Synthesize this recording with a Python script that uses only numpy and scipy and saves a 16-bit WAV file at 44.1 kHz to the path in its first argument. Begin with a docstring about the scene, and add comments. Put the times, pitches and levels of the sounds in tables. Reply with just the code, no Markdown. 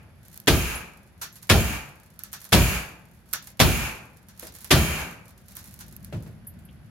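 """A porch with a metal-edged roof, heard on a stereo pair of microphones from the yard below.
Overhead an axe chops about once a second: each blow crunches in, booms the timber deck and sets the
sheet-metal edge ringing. The grit and chips it throws up patter down a moment later, and grit squeaks
on the metal. Boots land on the deck near the end; far traffic rumbles under a faint hiss of air.
The recorder's limiter ducks each blow and lets the ring swell back."""
import sys
import numpy as np
from scipy import signal
from scipy.fft import rfft, irfft, next_fast_len
from scipy.io import wavfile
from scipy.ndimage import uniform_filter1d, minimum_filter1d

SR = 44100
rng = np.random.default_rng(int(sys.argv[2]) if len(sys.argv) > 2 else 0)


def wrap_up_sound(samples):
    """Save the sound to the file named by the first command line argument, as 16-bit audio."""
    columns = np.atleast_2d(samples).T
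    # keep every value between -1 and 1, then stretch to whole-number steps
    tamed = np.clip(columns, -1, 1)
    steps = np.round(tamed * 32767).astype(np.int16)
    wavfile.write(sys.argv[1], SR, steps)


N = 304279
TIME = np.arange(N) / SR
AGE = np.arange(SR) / SR  # seconds since a contact


def from_db(db):
    """Decibels to gain."""
    return 10 ** (np.asarray(db) / 20)


def unit_rms(x):
    """Scale to rms 1."""
    return x / np.sqrt(np.mean(x ** 2) + 1e-20)


def at_hz(rows, hz):
    """Read a table's second column on a log-frequency axis."""
    rows = np.array(rows)
    return np.interp(np.log(hz + 1), np.log(rows[:, 0]), rows[:, 1])


def add(out, s, sound):
    """Mix a sound in from time s; what falls before the start is dropped."""
    start = round(s * SR)
    heard = sound[..., max(-start, 0):N - start]
    out[:, max(start, 0):max(start, 0) + heard.shape[-1]] += heard


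# likeness of the two microphones, for near and for diffuse sound: f/Hz, correlation
NEAR_LIKENESS = [(100, 1), (600, 0.9), (1500, .65), (4000, 0.3), (8000, -0.26), (14000, 0.88)]
DIFFUSE_LIKENESS = [(60, 0.94), (290, 0.73), (640, 0.61), (1400, 0.29), (3100, 0), (7000, 0.041)]
# the treble leans to the right microphone: f/Hz, left minus right/dB
STEREO_LEAN = [(100, 1), (4400, 0.5), (8000, -1), (15000, -7.5)]

def noise(spectrum, likeness, size, peaks=()):
    """Noise of rms 1 across the pair, with a given colour, channel likeness and resonances."""
    hz = np.fft.rfftfreq(size, 1 / SR)
    sides = np.array([[1], [-1]])
    peaks_db = sum(db / (1 + (2 * (hz - centre) / width) ** 2) for centre, width, db in peaks)
    level_db = at_hz(spectrum, hz) + peaks_db + sides * at_hz(STEREO_LEAN, hz) / 2
    alike = np.clip(at_hz(likeness, hz), -1, 1)
    mid, side = rfft(rng.standard_normal((2, size)))
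    pair = np.sqrt(1 + alike) * mid + np.sqrt(1 - alike) * side * sides
    return unit_rms(irfft(pair * from_db(level_db) * (hz > 20), size))


def dense_ring(table, likeness, peaks=()):
    """Countless overlapping modes struck at once: each band dies at its own rate."""
    spectrum = rfft(noise(table, likeness, size=SR, peaks=peaks))
    hz = np.fft.rfftfreq(SR, 1 / SR)
    centres, _, t60s = np.transpose(table)
    shares = [np.interp(np.log(hz + 1), np.log(centres), row) for row in np.eye(len(table))]
    return sum(irfft(spectrum * share, SR) * from_db(-60 * AGE / t60) for share, t60 in zip(shares, t60s))


def modes(table, rise_s, spread_db, detune, apart_rad):
    """A body's modes, stirred differently at every spot; slow bending waves bring the bass in late."""
    out = 0
    for hz, db, t60 in table:
        strength, shift, left, right = np.clip(rng.standard_normal(4), -2, 2)
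        swell = 1 - np.exp(-(AGE / (rise_s * np.sqrt(100 / hz))) ** 2)  # rise_s holds at 100 Hz
        phase = 2 * np.pi * (hz * (1 + detune * shift) * AGE + rng.random())
        wave = np.sin(phase + apart_rad * np.array([[left], [right]]))
        out = out + from_db(db + spread_db * strength - 60 * AGE / t60) * swell * wave
    return out


# the blade crunching in overhead: f/Hz, density level/dB, t60/s
BITE_BANDS = [(60.4, -38.5, 0.75), (211.8, 1, .3), (554, -3, 0.27), (905, -7.5, 0.26), (2443, 0.5, 0.11),
              (4240, -4.5, 0.18), (7500, -7, 0.11), (11800, -8, 0.14), (15800, -15.5, 0.03)]

def bite(length_s, treble_db, grain_db=4.5, entry_s=0.0079, touch_db=-30.5, shelf_hz=5030):
    """The blade breaks in through a run of millisecond fractures, then stalls."""
    fractures = np.interp(AGE, np.linspace(0, 1, 800), np.clip(rng.standard_normal(800), -1.5, 1.5))
    cutting_db = np.interp(AGE, [0, entry_s, length_s, 2 * length_s], [touch_db, 0, 2, 0])
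    roughness_db = grain_db * fractures * np.exp(-AGE / (2 * length_s))
    crunch = dense_ring(BITE_BANDS, NEAR_LIKENESS) * from_db(cutting_db + roughness_db)
    treble = signal.sosfilt(signal.butter(1, shelf_hz, "high", fs=SR, output="sos"), crunch)
    return crunch + (from_db(treble_db) - 1) * treble


def porch_echoes(x, echo_db=-14.0):
    """Soffit, wall and ground reach the microphones by slightly longer paths, rippling the spectrum."""
    out = x.copy()
    for lag in (rng.uniform(.002, .014, 3) * SR).astype(int):
        out[:, lag:] += from_db(echo_db) * x[:, :-lag]
    return out


# blows on the roof, the first just before the start:
# t/s, force/dB, deck boom/dB, metal ring/dB, bite treble/dB, bite length/s, grit thrown up/dB
AXE_BLOWS = [(-0.54, -5, -10, 6.5, 0, 0.014, -5.5), (0.4711, -1.5, -3, 0, -7.5, 0.012, -5.5),
             (1.4924, -2, -2, -1.5, -8, 0.017, -0.5), (2.521, -4, 0.5, 2, -4, 0.023, 1),
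             (3.594, -1.5, -1.5, 1.5, -4, 0.026, 5), (4.705, 4, -4.5, -1, -5.5, 0.014, 0)]
# modes of the timber deck: f/Hz, level/dB, t60/s
DECK_MODES = [(39.4, -2.5, 0.25), (52.17, -4, 0.39), (62.34, 3, 0.34), (72.4, -1, .36), (85.9, 5, 0.29),
              (100.5, 5.5, 0.25), (115.6, 5.5, 0.25), (134.7, 2.5, 0.29), (159.6, 0.5, 0.3),
              (180.1, -4.5, .33), (224.2, -6, 0.35), (298, -4.5, 0.26), (334, -5.5, 0.27),
              (369, -7.5, 0.27), (437, -23.5, 0.38), (574, -16.5, 0.35), (641, -8, 0.27),
              (705, -10.5, 0.29)]
# strongest single modes of the metal edge: f/Hz, level/dB, t60/s
EDGE_MODES = [(868, -12.5, 0.74), (1148, -1, .3), (1274, -9, 0.63), (1420, 2, 0.46), (1640, -4, 0.37),
              (1820, 3.5, 0.41), (2200, -13, 0.36), (2640, -7, 0.59), (2530, -2.5, 0.62), (3000, -3, 0.26),
              (3130, 9.5, 0.37), (3497, 9, 0.28), (3270, 9, 0.21), (4180, -5, 0.11), (4580, -10.5, 0.54),
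              (4710, -10, 0.15), (5320, -3, 0.29)]
# clusters of modes in the metal edge: f/Hz, width/Hz, boost/dB
EDGE_CLUSTERS = [(1630, 97, 4.5), (2373, 310, 12.5), (2760, 210, 7), (2930, 360, 4), (6730, 620, 8.5),
                 (11030, 410, 6), (11650, 300, 6.5)]
# shimmer of the sheet metal, spread by the walls: f/Hz, density level/dB, t60/s
SHEET_BANDS = [(103, 1.5, .55), (308, -9.5, 0.82), (580, -8.5, 0.76), (1370, -1, 0.63), (2620, -1, 0.5),
               (3900, -2, 0.48), (7600, -2.5, 0.43), (12100, -1, 0.43), (15870, -1, 0.36)]

def axe(bite_db=19.0, boom_db=9.5, shimmer_db=4.5, clang_db=-16.0, build_s=0.022):
    """Up on the roof, each blow crunches in, booms the deck and rings the metal edge."""
    out = np.zeros((2, N))
    build = 1 - np.exp(-AGE / build_s)
    for s, force_db, deck_db, metal_db, treble_db, length_s, _ in AXE_BLOWS:
        crunch = from_db(bite_db) * bite(length_s, treble_db)
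        deck = modes(DECK_MODES, rise_s=0.025, spread_db=2.0, detune=.03, apart_rad=0.43)
        clang = modes(EDGE_MODES, rise_s=0.02, spread_db=-3.0, detune=.004, apart_rad=0.43)
        shimmer = dense_ring(SHEET_BANDS, DIFFUSE_LIKENESS, EDGE_CLUSTERS) * build
        boom = from_db(boom_db + deck_db) * deck
        metal = from_db(metal_db) * (from_db(clang_db) * clang + from_db(shimmer_db) * shimmer)
        add(out, s, from_db(force_db) * (boom + porch_echoes(crunch) + metal))
    return out


# far traffic as it reaches the yard: t/s, level/dB
TRAFFIC_LEVEL = [(0, -51), (1.1, -54), (3.2, -54), (5.3, -53.5), (6.1, -45), (6.9, -48)]
# colours of its rumble and of the air's hiss: f/Hz, density level/dB
RUMBLE_SPECTRUM = [(15, -57.5), (25, -22), (35, -32.5), (47, -4.5), (75, 0.5), (134, -2), (203, -2.5),
                   (277, -15.5), (365, -20), (436, -34), (500, -37.5), (650, -54.5), (1100, -120)]
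AIR_SPECTRUM = [(210, -37.5), (350, 0), (438, -5.5), (566, 1), (1060, -7.5), (1570, -4), (3560, -14.5),
                (3980, -19), (4380, -15), (7430, -25.5), (9440, -26.5), (10900, -12.5), (16000, -44.5)]

def traffic_and_air(air_db=-62, air_follows=0.24):
    """Far traffic rumbles under a faint hiss that rises a little with it."""
    rumble_db = np.interp(TIME, *np.transpose(TRAFFIC_LEVEL))
    hiss_db = air_db + air_follows * (rumble_db - rumble_db.mean())
    size = next_fast_len(N)
    rumble = noise(RUMBLE_SPECTRUM, DIFFUSE_LIKENESS, size)[:, :N]
    hiss = noise(AIR_SPECTRUM, DIFFUSE_LIKENESS, size)[:, :N]
    return from_db(rumble_db) * rumble + from_db(hiss_db) * hiss


def showers(flight_s=0.733, swell_s=0.17, fade_db_per_s=30.5, shower_db=-47, stray_db=-73):
    """Strength of the falling grit: each blow's shower swells after its flight, then thins out."""
    strength = from_db(stray_db)
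    for s, *_, thrown_db in AXE_BLOWS:
        falling_s = TIME - s - flight_s
        swell = np.clip(falling_s / swell_s, 0, 1)
        fade_db = fade_db_per_s * np.maximum(falling_s - swell_s, 0)
        strength = strength + swell * from_db(shower_db + thrown_db - fade_db)
    return strength


# sharp contact of a grain or chip, heard direct: f/Hz, density level/dB, t60/s
CLICK_BANDS = [(300, -38.5, 0.017), (2000, -11.5, 0.0047), (6000, -9, 0.014), (9020, -6, 0.0062),
               (12100, 6.5, 0.0079), (15570, -6, 0.0051)]
# its clatter under the porch: f/Hz, density level/dB, t60/s
CLATTER_BANDS = [(197.5, -18.5, .3), (605, -10, 0.16), (1280, -4.5, 0.21), (2946, -7.5, 0.25),
                 (6140, -4, 0.2), (8450, -2.5, 0.1), (12100, 0, 0.12), (16200, -17, 0.17)]

def grit(per_s=110, spread_db=5.0, porch_db=-13.0):
    """Fine grains of uneven size land at random, washed by the porch's reflections."""
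    landings = rng.random(N) < per_s / SR
    sizes = from_db(spread_db * np.minimum(rng.exponential(1, N), 4))
    grains = landings * sizes * rng.choice([-1, 1], N)
    click = dense_ring(CLICK_BANDS, NEAR_LIKENESS)
    wash = from_db(porch_db) * dense_ring(CLATTER_BANDS, DIFFUSE_LIKENESS)
    patter = signal.fftconvolve(grains[None], click + wash, axes=1)[:, :N]
    return showers() * unit_rms(patter)


# larger chips coming down: t/s, click/dB, clatter/dB
CHIP_LANDINGS = [(0.283, -35.5, -71.5), (0.3431, -33, -64.5), (0.3758, -24.5, -52.5), (0.4008, -27, -62),
                 (1.2133, -35, -24), (1.2259, -33, -28.5), (2.1915, -24, -40.5), (2.2362, -21.5, -37),
                 (2.3301, -20, -28.5), (2.4433, -28, -45.5), (3.3299, -16, -20), (3.335, -7.5, -35.5),
                 (4.2855, -37.5, -43.5), (4.3963, -22.5, -40.5), (5.5531, -33, -41), (5.5684, -22, -37.5),
                 (5.7408, -31.5, -64), (5.8025, -35, -36), (5.9651, -29, -68.5), (6.0465, -28, -50)]
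# resonances of what they land on: f/Hz, width/Hz, boost/dB
CLINK_PEAKS = [(1360, 500, 7.5), (1750, 87, 8), (3600, 280, 3), (4380, 150, 4), (5860, 130, 9),
               (6730, 350, 3.5)]

def chips(click_db=-1.5, clatter_db=-3.0, reflect_s=0.0046, spots=5):
    """Chips land on a few spots: a sharp click, then a brief clatter between the porch walls."""
    build = 1 - np.exp(-AGE / reflect_s)
    clicks = [dense_ring(CLICK_BANDS, NEAR_LIKENESS) for _ in range(spots)]
    clatters = [dense_ring(CLATTER_BANDS, DIFFUSE_LIKENESS, CLINK_PEAKS) * build for _ in range(spots)]
    out = np.zeros((2, N))
    for (s, contact_db, body_db), spot in zip(CHIP_LANDINGS, rng.integers(0, spots, len(CHIP_LANDINGS))):
        add(out, s, from_db(click_db + contact_db) * clicks[spot])
        add(out, s, from_db(clatter_db + body_db) * clatters[spot])
    return out


# thin squeaks of grit on metal: t/s, f/Hz, waver/Hz, level/dB, t60/s
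GRIT_SQUEAKS = [(0.752, 11050, 58, -31, 0.15), (1.322, 11580, 46, -49.5, 0.2),
                (4.477, 5000, 20, -42, 0.065), (6.469, 11760, 790, -31.5, 0.11),
                (6.651, 11400, 600, -43.5, 0.054), (6.687, 3100, 400, -50.5, 0.086)]

def squeaks(grip_s=0.0013):
    """Grit rubbed on metal sings briefly on a wavering pitch."""
    out = np.zeros((2, N))
    for s, hz, waver_hz, db, t60 in GRIT_SQUEAKS:
        slip = np.interp(AGE, np.linspace(0, 1, 1500), rng.standard_normal(1500))
        wave = np.sin(2 * np.pi * (np.cumsum(hz + waver_hz * slip) / SR + rng.random((2, 1)) / 4))
        add(out, s, from_db(db - 60 * AGE / t60) * (1 - np.exp(-AGE / grip_s)) * wave)
    return out


# boots on the deck overhead: t/s, thud/dB, scuff/dB
BOOT_STEPS = [(4.426, -64, -41), (6.125, -26.5, -36.5), (6.261, -40.5, -48)]
# a sole's scuff: f/Hz, density level/dB, t60/s
SCUFF_BANDS = [(99, -10, 0.91), (294, -4.5, 0.54), (610, 1.5, 0.26), (796, -12.5, 0.41), (1940, -12, 0.21),
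               (4950, -25, 0.35), (13850, -34, 0.27)]

def boots(sole_s=0.00043, soft_hz=260):
    """A soft sole scuffs the roof and the weight settles into the deck, stirring only its low modes."""
    out = np.zeros((2, N))
    sole = signal.butter(2, [90, soft_hz], "band", fs=SR, output="sos")
    for s, thud_db, scuff_db in BOOT_STEPS:
        scuff = dense_ring(SCUFF_BANDS, DIFFUSE_LIKENESS) * (1 - np.exp(-AGE / sole_s))
        thud = modes(DECK_MODES, rise_s=.025, spread_db=1.5, detune=.025, apart_rad=.2)
        add(out, s, from_db(thud_db) * signal.sosfilt(sole, thud) + from_db(scuff_db) * scuff)
    return out


def scene():
    """Everything that reaches the microphones down in the yard."""
    return axe() + chips() + grit() + squeaks() + boots() + traffic_and_air()


def limiter(x, threshold_db=-10.5, release_db_per_s=96):
    """Looking a few milliseconds ahead, the gain drops on a loud sound and climbs back steadily."""
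    power = uniform_filter1d(np.mean(x ** 2, axis=0), size=400)
    excess_db = np.maximum(10 * np.log10(np.maximum(power, 1e-12)) - threshold_db, 0)
    release_db = release_db_per_s * TIME
    held_db = np.maximum.accumulate(excess_db + release_db) - release_db
    gain_db = uniform_filter1d(minimum_filter1d(-held_db, size=200), size=64)
    return x * from_db(gain_db)


def record(dry, ceiling=1.3, cutoff_hz=16000):
    """The recorder: limiter, rounded peaks, and a steep cut at the top."""
    rounded = ceiling * np.tanh(limiter(dry) / ceiling)
    return signal.sosfilt(signal.ellip(10, .2, 80, cutoff_hz, fs=SR, output="sos"), rounded)


dry = scene()
out = record(dry)
wrap_up_sound(out)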